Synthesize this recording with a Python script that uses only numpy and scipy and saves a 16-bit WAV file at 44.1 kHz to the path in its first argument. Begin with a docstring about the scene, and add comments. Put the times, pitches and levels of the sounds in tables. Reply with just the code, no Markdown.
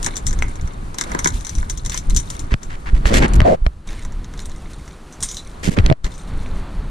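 """Keys and deadbolt at a metal door

Keys clink and knock on the door while a deadbolt turns and rings it; the bunch is then handed on
along an open walkway. A body-worn camera hears wind on its ports, a midrange murmur, and fingers that
rub, knock and tap its hollow case. Its stereo picture folds to mono for a while after rough handling."""
import sys
import numpy as np
from scipy import signal
from scipy.fft import rfft, irfft, next_fast_len
from scipy.io import wavfile
from scipy.ndimage import uniform_filter1d, minimum_filter1d, map_coordinates

SR = 44100
rng = np.random.default_rng(int(sys.argv[2]) if len(sys.argv) > 2 else 0)


def wav_out(sig):
    """Save sig, one row per channel (or a flat mono array), as 16-bit PCM at SR to the path in sys.argv[1]."""
    wavfile.write(sys.argv[1], SR, np.round(np.clip(np.atleast_2d(sig).T, -1, 1) * 32767).astype(np.int16))


N = 304290
TOP_HZ = 15800

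# key and lock contacts: t/s, level/dB, relative door knock/dB, brightest ring/Hz
CONTACTS = [(0.029, -16, -22, 7200), (0.0449, -12, -22, 7300), (0.0626, -7, -14, 7200),
            (0.1571, -22.5, -20, 6100), (0.1674, -12.5, -28, 7200), (0.2672, -10, -20, 6860),
            (0.2858, -20, -22, 6080), (0.3083, -22, -11, 5900), (0.3289, -21, -10, 7100),
            (0.389, -23.5, -10, 6060), (0.4239, -19, -8, 6100), (0.4825, -30, -8, 7100),
            (0.556, -29, -14, 6060), (0.612, -31, -14, 6060), (0.675, -31, -8, 6060),
            (0.9441, -24, -11.5, 6300), (0.9846, -9.5, -16, 3930), (1.0113, -7, -14, 5250),
            (1.0375, -20.5, -12, 3630), (1.1176, -21, -1, 5700), (1.1488, -20.5, 3, 5880),
            (1.1904, -10, -11.5, 6140), (1.245, -5.5, -18, 5400), (1.2581, -11.5, 2, 1990),
            (1.2729, -5, -15.5, 6390), (1.4088, -25, -15, 6800), (1.4484, -19.5, -22, 5900),
            (1.4684, -17.5, -16, 5850), (1.4936, -17.5, -18.5, 5740), (1.5519, -22.5, -24, 5800),
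            (1.584, -24, -14, 6000), (1.628, -33, 6, 2000), (1.6979, -12, -20, 6160),
            (1.7746, -22, -24, 5900), (1.8497, -21, -18, 6100), (1.861, -14.5, -19, 5990),
            (1.8964, -15.5, -20, 5920), (1.9198, -21.5, -16, 3600), (1.9439, -15, -10, 5800),
            (1.9755, -11.5, -27, 5930), (2.098, -22, -14, 9400), (2.1043, -19, -18, 4030),
            (2.1478, -21, -26, 7200), (2.1638, -6, -30, 6070), (2.171, -9, -40, 5850),
            (2.1992, -19, -17, 6900), (2.302, -15, -17, 7000), (2.351, -28.5, -6.5, 2440),
            (2.3935, -20.5, -27, 7050), (2.6314, -24.5, -17, 6340), (3.2814, -28, -10, 8500),
            (3.8747, -27, -15.5, 3500), (3.906, -30.5, -6, 2200), (3.93, -30, -2, 2220),
            (4.024, -30, -8, 3700), (4.05, -27, -7, 6920), (4.1225, -34, -6, 5800), (4.2443, -29, -8, 5800),
            (4.338, -32, -6, 2400), (4.376, -31, -12, 5900), (4.392, -24, -10, 4050),
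            (4.402, -28, -18, 5800), (4.419, -29, -14, 7100), (4.4563, -26, -21, 9300),
            (4.496, -32, -12, 5800), (4.517, -33, -10, 4050), (4.5611, -32.5, -11, 7500),
            (4.7336, -31.5, -10, 4300), (4.8778, -29.5, -10, 5260), (5.125, -31, -24, 6330),
            (5.2055, -23, -34, 8480), (5.2263, -11, -21, 8500), (5.2325, -11, -30, 8500),
            (5.2879, -17, -29, 5890), (5.3132, -19.5, -25, 7300), (5.3442, -22, -34, 7400),
            (5.3687, -17, -28, 4040), (6.0441, -20.5, -6, 4050), (6.118, -34, -30, 3700),
            (6.14, -33, -30, 5850), (6.1792, -32, -15, 8400)]
# door leaf and lock case modes: f/Hz, width/Hz, level/dB
DOOR_MODES = [(170, 22, 2), (350, 70, 0), (986, 65, 1.5), (1626, 400, -2.5), (2140, 190, -2)]


def amp(db):
    """Decibels to gain."""
    return 10 ** (np.asarray(db) / 20)


def unit(x):
    """Scale to rms 1."""
    return x / np.sqrt(np.mean(x ** 2) + 1e-20)


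def along(points, hz):
    """Interpolate (f/Hz, value) points on a log axis."""
    f, v = np.transpose(points)
    return np.interp(np.log(hz + 1), np.log(f + 1), v)


def wobble(rate_hz):
    """Smooth random curve, rate_hz knots a second."""
    knots = rng.standard_normal(int(N * rate_hz / SR) + 4)
    return map_coordinates(knots, [np.arange(N) * rate_hz / SR])


def filtered(x, response):
    """Apply a complex frequency response."""
    size = next_fast_len(x.shape[-1] + 8192)
    return irfft(rfft(x, size) * response(np.fft.rfftfreq(size, 1 / SR)), size)[..., :x.shape[-1]]


def noise(spectrum, count=N):
    """Two independent noises of one colour, rms 1."""
    return unit(filtered(rng.standard_normal((2, count)), lambda hz: amp(along(spectrum, hz))))


def resonant(x, modes):
    """Parallel causal resonances of alternating sign."""
    return filtered(x, lambda f: sum(
        (-1) ** k * amp(db) * 1j * f * width_hz / (hz * hz - f * f + 1j * f * width_hz)
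        for k, (hz, width_hz, db) in enumerate(modes)))


def add(track, start_s, sound):
    """Mix a short sound into a track."""
    start = round(start_s * SR)
    track[:, start:start + sound.shape[-1]] += sound[..., :N - start]


def background_gain():
    """The background drops briefly at four set moments."""
    # t/s, length/s, depth/dB
    dips = [(2.555, .06, 7), (3.56, .09, 9), (3.68, .18, 7), (5.93, .11, 13)]
    t, edge_s = np.arange(N) / SR, .015
    return amp(-sum(db * np.clip(np.minimum(t - s, s + length_s - t) / edge_s + .5, 0, 1)
                    for s, length_s, db in dips))


def wind_and_murmur():
    """Wind buffets the ports over a murmur: steady town air, swelling with lock and handling noise."""
    # t/s, wind and grip rumble/dB, murmur/dB
    levels = [(0.0, -29, -42), (0.92, -30, -47), (1.15, -27.5, -37), (1.38, -29, -47), (1.95, -30, -46.5),
              (2.17, -23.5, -47), (2.36, -30, -45), (2.75, -36, -47), (3.0, -23, -44.5), (3.11, -17, -32),
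              (3.38, -16.5, -34), (3.54, -25, -40), (3.75, -37, -50), (4.1, -31, -45), (5.1, -38, -46),
              (5.66, -34, -46), (5.86, -15, -40), (5.96, -31, -46), (6.59, -29, -39.5), (6.9, -28, -44.5)]
    # wind spectrum: f/Hz, level/dB
    buffet = [(8.8, -18), (15, 4.5), (45, -2.5), (130, -15.5), (258, -26.5), (400, -34.5), (520, -60),
              (880, -120)]
    # murmur spectrum: f/Hz, level/dB
    midrange = [(88, -28), (150, -3), (678, -18), (1220, -18), (2730, -30.5), (3900, -33), (4500, -32),
                (5850, -70), (9900, -120)]
    times_s, *columns = np.transpose(levels)
    rumble_db, murmur_db = (np.interp(np.arange(N) / SR, times_s, column) for column in columns)
    rumble = amp(rumble_db + 5) * unit(amp(3.6 * wobble(14)) * noise(buffet))
    murmur = amp(murmur_db + 4 + 1.18 * wobble(13)) * noise(midrange)
    return background_gain() * (rumble + murmur)


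def key_ring(t, bright_hz, spread_db, damping_per_s):
    """Key modes at random strengths and phases, favoured near bright_hz; a grip damps them."""
    # brass key modes: f/Hz, level/dB, t60/s
    modes = [(2190, -11, 0.038), (3650, -3, 0.031), (4053, -2, 0.045), (5400, -11, .04),
             (5810, -11.5, 0.053), (6060, -2, .07), (6410, -5.5, 0.023), (7180, -4.5, 0.088),
             (8500, -1.5, 0.038), (9300, -4, 0.05), (10400, -8, 0.05), (12200, -8, 0.05)]
    hz, db, t60_s = np.transpose(modes)[:, :, None]
    near_db = -34 * np.abs(np.log2(hz / bright_hz))
    strength, detune, phase = rng.standard_normal((3, 2, len(modes), 1))
    envelope = amp(db + near_db + spread_db * strength - 60 * t * (1 / t60_s + damping_per_s))
    return np.sum(envelope * np.sin(2 * np.pi * hz * (1 + .019 * detune[:1]) * t + 3 * phase), axis=1)


def sway():
    """Jingle envelope: the bunch sways on after each clink and stirs while fingers turn it."""
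    # fingers turn the bunch: t/s, length/s, level/dB
    fiddling = [(0, .1, -43), (0.47, .27, -54), (1.3, .35, -48), (3.87, .21, -50), (4.37, .15, -52),
                (4.55, .4, -56), (6.1, .5, -52.5)]
    rest_db, kick_db, t60_s = -64, -37, 1.2
    t, kicks = np.arange(N) / SR, np.zeros(N)
    for s, db, *_ in CONTACTS:
        kicks[round(s * SR)] = amp(db + kick_db) ** 2
    sway_power = signal.lfilter([1], [1, -amp(-60 / (t60_s * SR)) ** 2], kicks)
    finger_power = sum((t > s) * (t < s + length_s) * amp(db) ** 2 for s, length_s, db in fiddling)
    return np.sqrt(amp(rest_db) ** 2 + sway_power + finger_power)


def jingle():
    """Tiny key touches tinkle and rustle over the treble hiss of the air."""
    # rustle and hiss spectrum: f/Hz, level/dB
    treble = [(1470, -18.5), (2500, -1), (6200, -2), (9810, -4), (12700, -17), (14900, -21.5), (16000, -71)]
    touches_per_s, keys_hz = 380, np.repeat([2200, 3650, 4050, 5900, 7140, 8550], 2)
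    touches = (rng.random(N) < touches_per_s / SR) * amp(5 * rng.standard_normal(N))
    t, tinkle = np.arange(SR // 10) / SR, np.zeros((2, N))
    for hz in keys_hz:
        hits = touches * (rng.random(N) < 1 / len(keys_hz))
        tone = unit((1 - np.exp(-t / .0008)) * key_ring(t, hz, spread_db=5, damping_per_s=55))
        tinkle += signal.fftconvolve(hits[None], tone, axes=1)[:, :N]
    rustle = amp(-7 + 4.4 * wobble(35)) * noise(treble)
    hiss = amp(-57 + 1.5 * wobble(12)) * noise(treble)
    return background_gain() * (sway() * (amp(-2.5) * unit(tinkle) + rustle) + hiss)


def clinks():
    """Keys slide in, snap, then chatter and ring. Returns their sound and their blows on the door."""
    # contact noise spectrum: f/Hz, level/dB
    crack = [(1180, -15), (2000, -13.5), (2760, -13), (3710, -1), (4530, -10), (5830, 0.5), (7190, -1),
             (10400, -15), (13000, -22), (16000, -38)]
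    slide_s, touches_per_s, loose_from_s = .008, 450, 5.0
    bunch, blows = np.zeros((2, 2, N))
    count = SR // 6
    t = np.arange(count) / SR
    ring_t, since_snap = t[:SR // 16], np.clip(t - slide_s, 0, None)
    snap = np.exp(-((t - slide_s - .0008) / .00062) ** 2)
    first_touch = np.arange(count) == round(slide_s * SR)
    for s, db, knock_db, bright_hz in CONTACTS:
        # pressed on the door, keys settle sooner; held loosely, later
        t60_s = (.036 - .0016 * knock_db) * (1.8 if s > loose_from_s else 1)
        decay = amp(-60 * since_snap / np.clip(t60_s, .005, .3))
        envelope = np.where(t < slide_s, amp(-11 - 2300 * (slide_s - t)), decay)
        chatter = (rng.random(count) < touches_per_s / SR) * envelope * rng.normal(0, .76, count)
        spectrum = [(hz, level_db - 2.5 * abs(np.log2(hz / bright_hz))) for hz, level_db in crack]
        rattle = noise(spectrum, count) * (amp(-14) * envelope + amp(-10.5) * snap)
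        tone = key_ring(ring_t, bright_hz, spread_db=2.5, damping_per_s=.9 / t60_s)
        tone *= 1 - np.exp(-ring_t / .00048)
        chime = signal.fftconvolve((first_touch + chatter)[None], tone, axes=1)[:, :count]
        add(bunch, s - slide_s, amp(db) * (rattle + amp(-8) * chime))
        blow = (envelope + .81 * snap) * rng.standard_normal((2, count))
        add(blows, s - slide_s, amp(db + knock_db + 11) * blow)
    return bunch, blows


def doorway(door):
    """The recess adds a short reverberation to the door's sound."""
    t, t60_s, wet_db = np.arange(SR // 6) / SR, .24, -11
    tail = amp(-60 * t / t60_s) * rng.standard_normal((2, len(t)))
    tail /= np.linalg.norm(tail[0])
    return door + amp(wet_db) * signal.fftconvolve(door, tail, axes=1)[:, :N]


def case_hollow(covered, free):
    """Air in the case resonates under a finger or rings free; soft skin stirs little treble."""
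    # hollow under a finger: f/Hz, width/Hz, level/dB
    covered_modes = [(540, 320, -7), (180, 180, 1)]
    # hollow ringing free: f/Hz, width/Hz, level/dB
    free_modes = [(635, 70, 1)]
    skin_hz = 1500
    hollow = resonant(covered, covered_modes) + resonant(free, free_modes)
    return filtered(hollow, lambda hz: 1 / (1 + 1j * hz / skin_hz) ** 2)


def finger_rubs():
    """Skin sticks and slips on the case. Returns the rasp and the drive to the hollow."""
    # t/s, length/s, rasp/dB, hollow groan/dB, tilt/(dB/octave)
    strokes = [(0.064, 0.03, -32, -36, -5), (1.91, 0.078, -34.5, -53, 7), (2.506, .042, -34, -37, -1.5),
               (2.693, 0.073, -40.5, -53, -0.5), (2.856, 0.051, -36, -53, -2),
               (2.941, 0.047, -41, -43, 1.5), (3.09, .18, -33, -22, 2), (3.05, 0.056, -27.5, -31.5, 3.5),
               (3.13, 0.068, -20, -26, 4), (3.216, 0.052, -21, -23.5, -2.5), (3.334, .012, -30, -40, 9),
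               (3.353, .014, -33, -40, 9), (3.441, 0.12, -35, -22, 0.5), (3.868, 0.18, -47, -55, 2),
               (5.628, 0.075, -29, -32, 5.5), (5.705, 0.048, -37, -33.5, 6.5),
               (5.762, 0.05, -32, -28, -1.5), (5.832, 0.11, -40, -34, -1.5), (6.042, 0.042, -40, -42, 3.5)]
    # skin friction spectrum: f/Hz, level/dB
    friction = [(470, -28.5), (800, -3.5), (1300, -6), (1830, 1.5), (2500, -4), (5180, -14), (7640, -18),
                (12800, -38), (15200, -56)]
    slips_per_s, slip_decay_db = 95, 13
    cycle = np.cumsum(slips_per_s * amp(1.5 * wobble(30)) / SR) % 1
    grip = unit(uniform_filter1d(amp(2.2 * wobble(300) - slip_decay_db * cycle), size=SR // 500))
    out, drive = np.zeros((2, 2, N))
    for s, length_s, rasp_db, groan_db, tilt_db in strokes:
        count = round(length_s * SR)
        arch = np.clip(2.1 * np.sin(np.pi * np.arange(count) / count), 0, 1)
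        pressure = arch * np.linspace(1.2, .7, count)
        slips = grip[round(s * SR):][:count]
        rasp = noise([(hz, db + tilt_db * np.log2(hz / 2500)) for hz, db in friction], count)
        add(out, s, amp(rasp_db) * pressure * slips ** .65 * rasp)
        add(drive, s, amp(groan_db + 22) * pressure * slips * rng.standard_normal((2, count)))
    return out, drive


def deadbolt():
    """The key seats and the bolt shoots; each snap rings the door's modes."""
    # t/s, level/dB, strongest ring/Hz
    snaps = [(.4238, -5, 2140), (1.1495, -15, 350), (1.247, -19, 170), (1.272, -20, 190)]
    out, t = np.zeros((2, N)), np.arange(SR // 4) / SR
    hz, width_hz, mode_db = np.transpose(DOOR_MODES)[:, :, None]
    rings = np.exp(-np.pi * width_hz * t) * np.sin(2 * np.pi * hz * t)
    for s, db, near_hz in snaps:
        scatter_db = rng.normal(0, 2.5, (2, len(DOOR_MODES), 1))
        level_db = db + mode_db - 20 * np.abs(np.log2(hz / near_hz)) + scatter_db
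        add(out, s, np.sum(amp(level_db) * rings, axis=1))
    return out


def case_thumps():
    """A knock on the case swings the ports for about two cycles."""
    # t/s, level/dB, f/Hz
    knocks = [(0.625, -14, 70), (0.643, -11.5, 60), (1.318, -13, 55), (1.341, -13, 50), (2.084, -6.5, 32.3),
              (2.115, -8, 32.7), (2.16, -10.5, 48), (2.522, -4.5, 40), (2.542, -7, 120), (2.932, 4, 41.3),
              (3.054, -1, 42), (3.3, -9, 31.7), (3.388, -7, 32.3), (3.418, -2, 76), (3.619, -6, 27),
              (3.665, -4, 50), (5.678, -5, 170), (5.689, 2, 163), (5.78, -1, 210), (5.789, -4, 90),
              (5.798, -2, 81), (5.84, -7, 36), (5.898, 3.5, 138), (5.912, -1, 170), (5.918, -1, 120),
              (6.042, -9, 32)]
    out, t = np.zeros((2, N)), np.arange(SR // 8) / SR
    for s, db, hz in knocks:
        swing = np.sin(2 * np.pi * hz * t) * amp(db + 5 - 17 * hz * t) * (1 - np.exp(-12 * hz * t))
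        add(out, s, swing * np.array([[1], [rng.choice([-1.6, 1.6])]]))
    return out


def nail_taps():
    """Fingernails strike the case. Returns the clicks and the impulses to the hollow."""
    # t/s, level/dB, relative hollow ring/dB, click centre/Hz
    taps = [(2.5399, -8.5, -24, 2000), (3.0556, -9, -8, 1800), (3.4036, -3, -10, 2200),
            (3.4167, -12, -3, 2000), (3.6645, -10, -8, 2200), (5.7872, -7, -31, 2300),
            (5.8621, -11, -16, 3800), (5.9, -3, -8, 1900), (5.914, -24, 20, 2000), (5.9247, -15, 0.5, 2200),
            (6.4607, -26, -14, 2000)]
    out, drive = np.zeros((2, 2, N))
    t = np.arange(SR // 8) / SR
    for s, db, hollow_db, hz in taps:
        click = noise([(hz / 6, -15), (hz, 0), (hz * 2, -12), (TOP_HZ, -46)], len(t))
        add(out, s - .002, amp(db - 6) * np.exp(-((t - .003) / .0011) ** 2) * click)
        add(drive, s, amp(db + hollow_db + 38) * np.array([[1], [rng.normal()]]))
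    return out, drive


def squawk():
    """A dragging finger sounds the hollow as a narrow, unsteady band that sags."""
    start_s, length_s, level_db = 3.443, .115, -16.5
    from_hz, to_hz, width_hz = 670, 550, 95
    out, count = np.zeros((2, N)), round(length_s * SR)
    phase = 2 * np.pi * np.cumsum(np.linspace(from_hz, to_hz, count)) / SR
    in_phase, quadrature = (unit(filtered(white, lambda hz: 1 / (1 + (hz / width_hz) ** 2)))
                            for white in rng.standard_normal((2, 2, count)))
    band = in_phase * np.cos(phase) + quadrature * np.sin(phase)
    add(out, start_s, amp(level_db) * signal.windows.tukey(count, .25) * band)
    return out


def stereo_width():
    """Side gain: sinks during each fold to mono and climbs back by its end."""
    # start/s, open again/s
    folds = [(3.66, 5.6), (6.05, 7.5)]
    fold_db_per_s, open_db_per_s, depth_db = 70, 120, 58
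    t = np.arange(N) / SR
    ramps_db = [np.minimum(fold_db_per_s * (t - start_s), open_db_per_s * (end_s - t))
                for start_s, end_s in folds]
    return amp(-np.clip(ramps_db, 0, depth_db).sum(axis=0))


def scene():
    """Mix to left and right; row 0 of a source is common to both ports, row 1 their difference."""
    # lean of the metal sounds to the left port: f/Hz, share
    leftward = [(2500, -0.25), (4400, .7), (8000, 0.74), (14000, -0.44)]
    # difference between the ports: f/Hz, side gain/dB
    spread = [(60, -21), (200, -8), (380, -4.5), (700, 5.5), (1290, 5), (2380, -1), (4400, -7.5), (8120, 3),
              (15000, -2.5)]
    bunch, blows = clinks()
    metal = bunch + doorway(resonant(blows, DOOR_MODES) + deadbolt()) + jingle()
    background = wind_and_murmur()
    rasps, rub_drive = finger_rubs()
    thumps = case_thumps()
    clicks, tap_drive = nail_taps()
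    hollow = case_hollow(covered=rub_drive + tap_drive / 2, free=tap_drive)
    rest = background + rasps + thumps + clicks + hollow + squawk()
    leaning = filtered(metal[0], lambda hz: along(leftward, hz))
    diffuse = filtered(metal[1], lambda hz: np.sqrt(1 - along(leftward, hz) ** 2))
    side = filtered(leaning + diffuse + rest[1], lambda hz: amp(along(spread, hz)))
    mid = metal[0] + rest[0]
    return np.array([mid + side, mid - side])


def record(dry):
    """The camera narrows its stereo picture, limits peaks and passes 6 Hz to TOP_HZ."""
    mid, side = dry.mean(axis=0), (dry[0] - dry[1]) / 2 * stereo_width()
    pair = filtered(np.array([mid + side, mid - side]), lambda hz: hz > 6)
    needed_gain = 1 / np.maximum(np.abs(pair).max(axis=0), 1)
    gain = uniform_filter1d(minimum_filter1d(needed_gain, size=SR // 300), size=SR // 300)
    return filtered(pair * gain, lambda hz: hz < TOP_HZ)


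dry = scene()
out = record(dry)
wav_out(out)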